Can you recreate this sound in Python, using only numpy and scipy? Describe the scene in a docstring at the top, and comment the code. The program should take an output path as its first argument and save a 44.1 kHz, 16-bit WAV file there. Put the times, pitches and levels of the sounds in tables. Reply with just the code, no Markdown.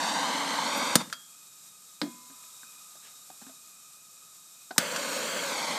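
"""A hand-held gas torch roars in a small workshop: turbulent flame below, jet hiss above.
A reflection from a nearby surface sweeps the colour of the roar as the torch is moved.
At 0.96 s the valve snaps shut; the flame pops, sputters and dies. At 2 s the steel bottle is stood
on the bench and rings. Unlit gas hisses on, faintly whistling, among small handling knocks.
At 4.78 s the igniter snaps and the flame is back."""
import sys
import numpy as np
from scipy import signal
from scipy.fft import rfft, irfft
from scipy.io import wavfile
from scipy.ndimage import uniform_filter1d

SR = 44100
rng = np.random.default_rng(int(sys.argv[2]) if len(sys.argv) > 2 else 0)


def persist_wave(psi):
    """Save psi, clipped to +-1, as 16-bit WAV."""
    counts = np.round(np.clip(psi, -1, 1) * 32767).astype(np.int16)
    wavfile.write(sys.argv[1], SR, np.atleast_2d(counts).T)


N = 254932
T = np.arange(N) / SR
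HZ = np.maximum(np.fft.rfftfreq(N, 1 / SR), 1)
SHUT_S, SET_DOWN_S, RELIT_S = 0.96, 2.0155, 4.777

# flame spectra, torch lifted and lowered: f/Hz, level/dB
LIFTED_SPECTRUM = [(40, -8), (90, -32.5), (170, -12.5), (280, 1.5), (390, -14.5), (500, -5), (620, -4),
                   (900, 1), (1200, -6), (2600, -13), (4400, -6.5), (8700, -12.5), (10200, -23.5),
                   (15000, -34)]
LOWERED_SPECTRUM = [(40, -27), (90, -31), (180, -5.5), (290, -3), (390, -8.5), (540, 7), (780, 0),
                    (1000, -3), (2100, -3.5), (2700, -5.5), (4400, -8.5), (8400, -16), (10200, -23),
                    (15000, -29)]
# flame peaks and dips, of the burner and of each position: f/Hz, width/Hz, gain/dB
BURNER_PEAKS = [(3293, 164, 8.5), (3690, 200, 3), (4660, 200, 3.5), (5090, 490, -6.5), (6770, 250, 1),
                (8900, 300, -0.5), (11620, 900, 4)]
LIFTED_PEAKS = [(1500, 130, -1.5), (1570, 182, 8.5), (2800, 200, -1.5), (3300, 97, -15.5), (5020, 140, -2)]
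LOWERED_PEAKS = [(1330, 150, -2), (2244, 310, 8), (5770, 440, -12)]
# near reflection as the torch swings in each burn: t/s, lag/ms
FIRST_SWING = [(0, 1.11), (0.12, 1.06), (0.3, 0.97), (0.6, 0.95), (0.75, 0.858), (0.94, 0.86)]
SECOND_SWING = [(4.8, 0.65), (5.0, 0.7), (5.16, 0.73), (5.34, 0.65), (5.43, 0.69), (5.59, 0.91),
                (5.78, 0.94)]
# hiss swells, nozzle towards the listener: t/s, half length/s, gain/dB
SWISHES = [(0.047, 0.21, 2.5), (0.8, 0.14, 2.5), (5.172, 0.045, 1.5), (5.408, 0.11, 1.5)]

# valve and igniter snaps: t/s, crack/dB, ring/dB, pop/dB
SNAPS = [(0.9549, -8.5, -29.5, -20), (4.7806, -10, -49, -29)]
# trigger clicks: t/s, click/dB, ring/dB
CLICKS = [(1.099, -42.5, -80), (1.1267, -27, -48), (4.961, -26.5, -66)]
# bottle rocking on the bench: t/s, level/dB
ROCKING = [(2.0185, 3), (2.031, 1), (2.062, -4.5)]
# handling knocks: t/s, level/dB, resonance/Hz, t60/s
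KNOCKS = [(2.30, -52, 269, 0.086), (2.438, -57, 2500, 0.046), (2.632, -47.5, 1560, 0.026),
          (2.954, -55, 625, 0.08), (3.301, -48.5, 748, 0.056), (3.416, -49, 814, 0.037),
          (3.42, -50.5, 220, 0.12), (3.466, -50.5, 260, 0.16), (3.495, -55, 656, 0.055),
          (4.708, -37, 1500, 0.037), (4.711, -38, 738, 0.062), (4.762, -48, 906, 0.099)]
# rubs and spits: t/s, half length/s, level/dB, f/Hz, half width/Hz
RUBS = [(0.776, 0.011, -42.5, 12300, 704), (3.064, 0.04, -55.5, 2400, 2000)]
# impact spectra: f/Hz, level/dB
SNAP_SPECTRUM = [(50, -39), (200, -20.5), (900, -4), (1500, 0), (2600, -5.5), (4000, -2.5), (5800, 0.5),
                 (7400, -3), (8800, 0.5), (10500, -8), (14500, -12)]
CLICK_SPECTRUM = [(150, -36), (400, -17.5), (800, -10.5), (1350, -1), (2400, -9), (4600, -5.5),
                  (7000, -9.5), (11000, -18), (15000, -33)]
CONTACT_SPECTRUM = [(40, -40), (130, -12), (300, 0), (700, 8), (1100, 0), (1700, 7.5), (2800, -6.5),
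                    (4200, 8), (6500, -11), (10000, -11.5), (15000, -42)]
BENCH_SPECTRUM = [(60, -36), (150, -11.5), (230, -5), (305, 2.5), (390, -17), (650, -13.5), (1200, -41),
                  (4000, -44)]
KNOCK_SPECTRUM = [(100, -27), (230, 5.5), (450, -3.5), (800, -1.5), (1600, -0.5), (2400, -14), (4500, -6.5),
                  (12000, -35)]
# modes of the struck parts and the flame's pop: f/Hz, level/dB, t60/s
VALVE_MODES = [(3640, -3.5, 0.25), (3660, -8.5, 0.42), (5100, -11, 0.24), (5970, -9, 0.18),
               (7100, -3, 0.16), (9450, -8.5, 0.18)]
SPRING_MODES = [(3260, 2.5, 0.52), (3450, -11, 0.74), (3380, -11, 0.74), (4700, 3, 0.15), (7800, -14, 0.25)]
BOTTLE_MODES = [(241, -11.5, 0.64), (289, -3.5, 0.35), (494, -27, 0.84), (1003, -16.5, 1.9),
                (2130, -29, 1.5), (3305, -19, 0.38), (5389, -15, 0.22)]
POP_MODES = [(172, -13.5, 0.044), (186, -13, 0.207), (242, 9, 0.032), (304, -3.5, 0.053), (485, 4, 0.027)]

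# unlit gas spectrum: f/Hz, level/dB
LEAK_SPECTRUM = [(300, -22), (700, -13), (1500, -12), (2000, -16.5), (3200, -12), (3800, -6.5),
                 (4500, -7.5), (6200, -2.5), (7200, 1), (8400, 0), (9400, -7), (12000, -8.5), (13500, -9),
                 (15000, -19.5)]
# peaks and dips of the open tube: f/Hz, width/Hz, gain/dB
TUBE_PEAKS = [(6470, 230, -3), (7580, 302, 1), (8240, 210, 1), (10670, 440, 4.5), (10800, 230, -13.5),
              (11580, 500, 6)]
# tube whistles: f/Hz, half width/Hz, level/dB, waver/dB
WHISTLES = [(1242, 61, -67, 1.7), (2492, 69, -71, 2.4), (3783, 93, -68, 2.5), (5390, 83, -75, 3)]
# still workshop air: f/Hz, level/dB
AIR_SPECTRUM = [(25, -5.5), (60, 14.5), (110, 1), (170, 2.5), (260, -5.5), (420, -9), (800, -12),
                (2000, -41)]


def flame(flutter_db=0.77, flicker_db=0.5, crossover_hz=4000, lift_per_ms=1.25):
    """Turbulent roar and jet hiss; level, colour and reflection follow the torch's position."""
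    lag_ms, = curve(FIRST_SWING + SECOND_SWING)
    base_lift = np.where(T < RELIT_S, 0.72, 0.2)  # 0 lowered, 1 lifted
    lift = np.clip(base_lift + lift_per_ms * (lag_ms - 0.8), 0, 1)
    flame_db = -34.5 + 3.5 * lift
    swish_db = sum(db * swell(s, half_s) for s, half_s, db in SWISHES)
    jet_db = -4.5 - 5.5 * lift + swish_db  # relative to the roar
    lifted = colour(noise(), LIFTED_SPECTRUM, BURNER_PEAKS + LIFTED_PEAKS)
    lowered = colour(noise(), LOWERED_SPECTRUM, BURNER_PEAKS + LOWERED_PEAKS)
    lowered = lowered + 0.3 * echo(lowered, lag_ms / 5)  # very short bounce: broad swish
    turbulence = rfft(np.sqrt(lift) * unit(lifted) + np.sqrt(1 - lift) * unit(lowered))
    lowpass = 1 / (1 + (HZ / crossover_hz) ** 8)
    roar = steady(irfft(turbulence * lowpass, N)) * undb(flutter_db * wander(35))
    jet = steady(irfft(turbulence * (1 - lowpass), N)) * undb(jet_db + flicker_db * wander(70))
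    direct = (roar + jet) * undb(flame_db) * gas_feed()
    near = 0.44 * echo(direct, lag_ms)
    far = 0.2 * echo(direct, 1.93 + 0.015 * wander(1.5))
    return direct + near + far


def gas_feed(sputter_s=1.012, sputter_db=-2, catch_s=0.008):
    """Gas reaching the flame: steady, cut off, one sputter, steady again."""
    first_burn = (T < SHUT_S) + fade(SHUT_S, t60_s=0.087)
    sputter = (T < sputter_s) * swell(sputter_s, half_s=0.015) + fade(sputter_s, t60_s=0.085)
    return first_burn + undb(sputter_db) * sputter + ramp(RELIT_S, catch_s)


def snaps(chatter_s=0.00053, rattle_db=-21, pop_lag_s=0.0025):
    """The catch chatters and rings the valve; the flame pops just after."""
    out = 0
    for s, crack_db, ring_db, pop_db in SNAPS:
        chatter = (T >= s) * (T < s + chatter_s)
        force = chatter + fade(s + chatter_s, t60_s=0.026) + undb(rattle_db) * fade(s, t60_s=0.091)
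        out += undb(crack_db) * colour(noise() * force, SNAP_SPECTRUM)
        out += undb(ring_db) * ring(s, VALVE_MODES)
        out += undb(pop_db) * ring(s + pop_lag_s, POP_MODES)
    return out


def bottle_set_down(crack_db=-23, rattle_db=-38, thud_db=-31, ring_db=-34):
    """Hard contact and rattle; the steel bottle rings and rocks, thudding on the bench."""
    force = undb(crack_db) * fade(SET_DOWN_S, t60_s=0.023)
    force += undb(rattle_db) * fade(SET_DOWN_S, t60_s=0.15)
    thuds = sum(undb(thud_db + db) * fade(s, t60_s=0.083) for s, db in ROCKING)
    contact = colour(noise() * force, CONTACT_SPECTRUM)
    bench = colour(noise() * thuds, BENCH_SPECTRUM)
    return contact + bench + undb(ring_db) * ring(SET_DOWN_S + 0.0027, BOTTLE_MODES)


def trigger_clicks(t60_s=0.047):
    """The trigger clicks; its spring rings on."""
    force = sum(undb(db) * fade(s, t60_s) for s, db, _ in CLICKS)
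    spring = sum(undb(db) * ring(s, SPRING_MODES) for s, _, db in CLICKS)
    return colour(noise() * force, CLICK_SPECTRUM) + spring


def knocks(peak_db=9, tock_db=4):
    """Dull handling blows, each with one hollow resonance."""
    out = 0
    for s, db, hz, t60_s in KNOCKS:
        blow = colour(noise() * fade(s, t60_s), KNOCK_SPECTRUM, [(hz, hz / 3, peak_db)])
        tock = ring(s, [(hz, tock_db, t60_s)])
        out += undb(db) * (blow + tock)
    return out


def gas_leak(hiss_db=-53, flicker_db=0.75, dip_db=-0.2, swell_db=2.5):
    """Unlit gas hisses throughout; the open tube starts whistling after shut-off. Both follow the flow."""
    flow_db = dip_db * swell(1.27, half_s=0.16) + swell_db * swell(2.68, half_s=0.94)
    hiss = unit(colour(noise(), LEAK_SPECTRUM, TUBE_PEAKS)) * undb(hiss_db + flicker_db * wander(10))
    whistles = sum(band(hz, half_hz) * undb(db + waver_db * wander(2.2))
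                   for hz, half_hz, db, waver_db in WHISTLES)
    return (hiss + whistles * ramp(1.15, rise_s=0.16)) * undb(flow_db)


def rubs():
    """Brief rubs and spits: soft swells of band noise."""
    return sum(band(hz, half_hz) * undb(db) * swell(s, half_s) for s, half_s, db, hz, half_hz in RUBS)


def grip_taps(centre_s=3.15, spread_s=0.5, level_db=-62, scatter_db=2, count=8):
    """Faint random taps as the hand shifts its grip."""
    taps = rng.uniform(-0.89, 1, (count, 2))
    force = sum(undb(level_db + scatter_db * size) * fade(centre_s + spread_s * when, t60_s=0.05)
                for when, size in taps)
    return colour(noise() * force, KNOCK_SPECTRUM)


def workshop(x, wet_db=-19.5, t60_s=0.37, predelay_s=0.0069):
    """Cluttered room: adds a short, dull tail."""
    tail = colour(noise() * fade(predelay_s, t60_s), [(200, 0.5), (2000, -2.5), (12000, -10.5)])
    return x + undb(wet_db) * signal.fftconvolve(x, tail / np.linalg.norm(tail))[:N]


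def still_air(level_db=-66.5):
    """Low, steady room noise."""
    return undb(level_db) * colour(noise(), AIR_SPECTRUM)


def colour(x, spectrum, peaks=()):
    """Minimum-phase filter from a spectrum plus peaks; white noise keeps its level."""
    hz, db = np.transpose(spectrum)
    db = np.interp(np.log(HZ), np.log(hz), db)
    for centre_hz, width_hz, gain_db in peaks:
        db = db + gain_db / (1 + (2 * (HZ - centre_hz) / width_hz) ** 2)
    cepstrum = irfft(np.log(unit(undb(db))), N)
    cepstrum[1:N // 2] *= 2
    cepstrum[N // 2 + 1:] = 0
    return irfft(rfft(x) * np.exp(rfft(cepstrum)), N)


def ring(start_s, modes):
    """Sum of decaying sines."""
    return sum(undb(db) * fade(start_s, t60_s) * np.sin(2 * np.pi * hz * (T - start_s))
               for hz, db, t60_s in modes)


def echo(x, lag_ms):
    """Variable delay, oversampled to keep the treble."""
    fine = signal.resample_poly(x, 4, 1)
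    return np.interp(T - lag_ms / 1000, np.arange(4 * N) / (4 * SR), fine)


def noise():
    """White noise, rms 1."""
    return rng.standard_normal(N)


def band(hz, half_hz):
    """Band noise, rms 1."""
    return unit(irfft(rfft(noise()) / (1 + ((HZ - hz) / half_hz) ** 2), N))


def wander(rate_hz):
    """Smooth random drift, rms 1."""
    return unit(irfft(rfft(noise()) / (1 + (HZ / (rate_hz + 1)) ** 4), N))


def fade(start_s, t60_s):
    """Silence, then exponential decay."""
    age_s = T - start_s
    return (age_s >= 0) * np.exp(-np.log(1000) * np.clip(age_s / t60_s, 0, 10))


def swell(centre_s, half_s):
    """Gaussian bump, peak 1."""
    return np.exp(-((T - centre_s) / half_s) ** 2)


def ramp(start_s, rise_s):
    """Linear rise from 0 to 1, then held."""
    return np.clip((T - start_s) / rise_s, 0, 1)


def curve(rows):
    """Table columns, interpolated in time."""
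    s, *columns = np.transpose(rows)
    return [np.interp(T, s, column) for column in columns]


def steady(x):
    """Scale to rms 1 over a sliding 0.5 s."""
    return x / np.sqrt(uniform_filter1d(x ** 2, size=SR // 2))


def unit(x):
    """Scale to rms 1."""
    return x / np.sqrt(np.mean(x ** 2))


def undb(db):
    """Decibels to gain."""
    return 10 ** (np.asarray(db) / 20)


def scene():
    """Torch and handling in the room, over still air; mono."""
    torch = flame() + gas_leak() + snaps() + trigger_clicks()
    handling = bottle_set_down() + knocks() + grip_taps() + rubs()
    return (workshop(torch + handling) + still_air())[None]


def record(dry, bass_hz=135, top_hz=15300):
    """Small microphone: bass loss, rounded peaks, top cut."""
    highpass = signal.butter(4, bass_hz, "high", fs=SR, output="sos")
    lowpass = signal.ellip(12, .2, 80, top_hz, fs=SR, output="sos")
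    rounded = np.tanh(signal.sosfilt(highpass, dry))
    return signal.sosfilt(lowpass, rounded)


dry = scene()
out = record(dry)
persist_wave(out)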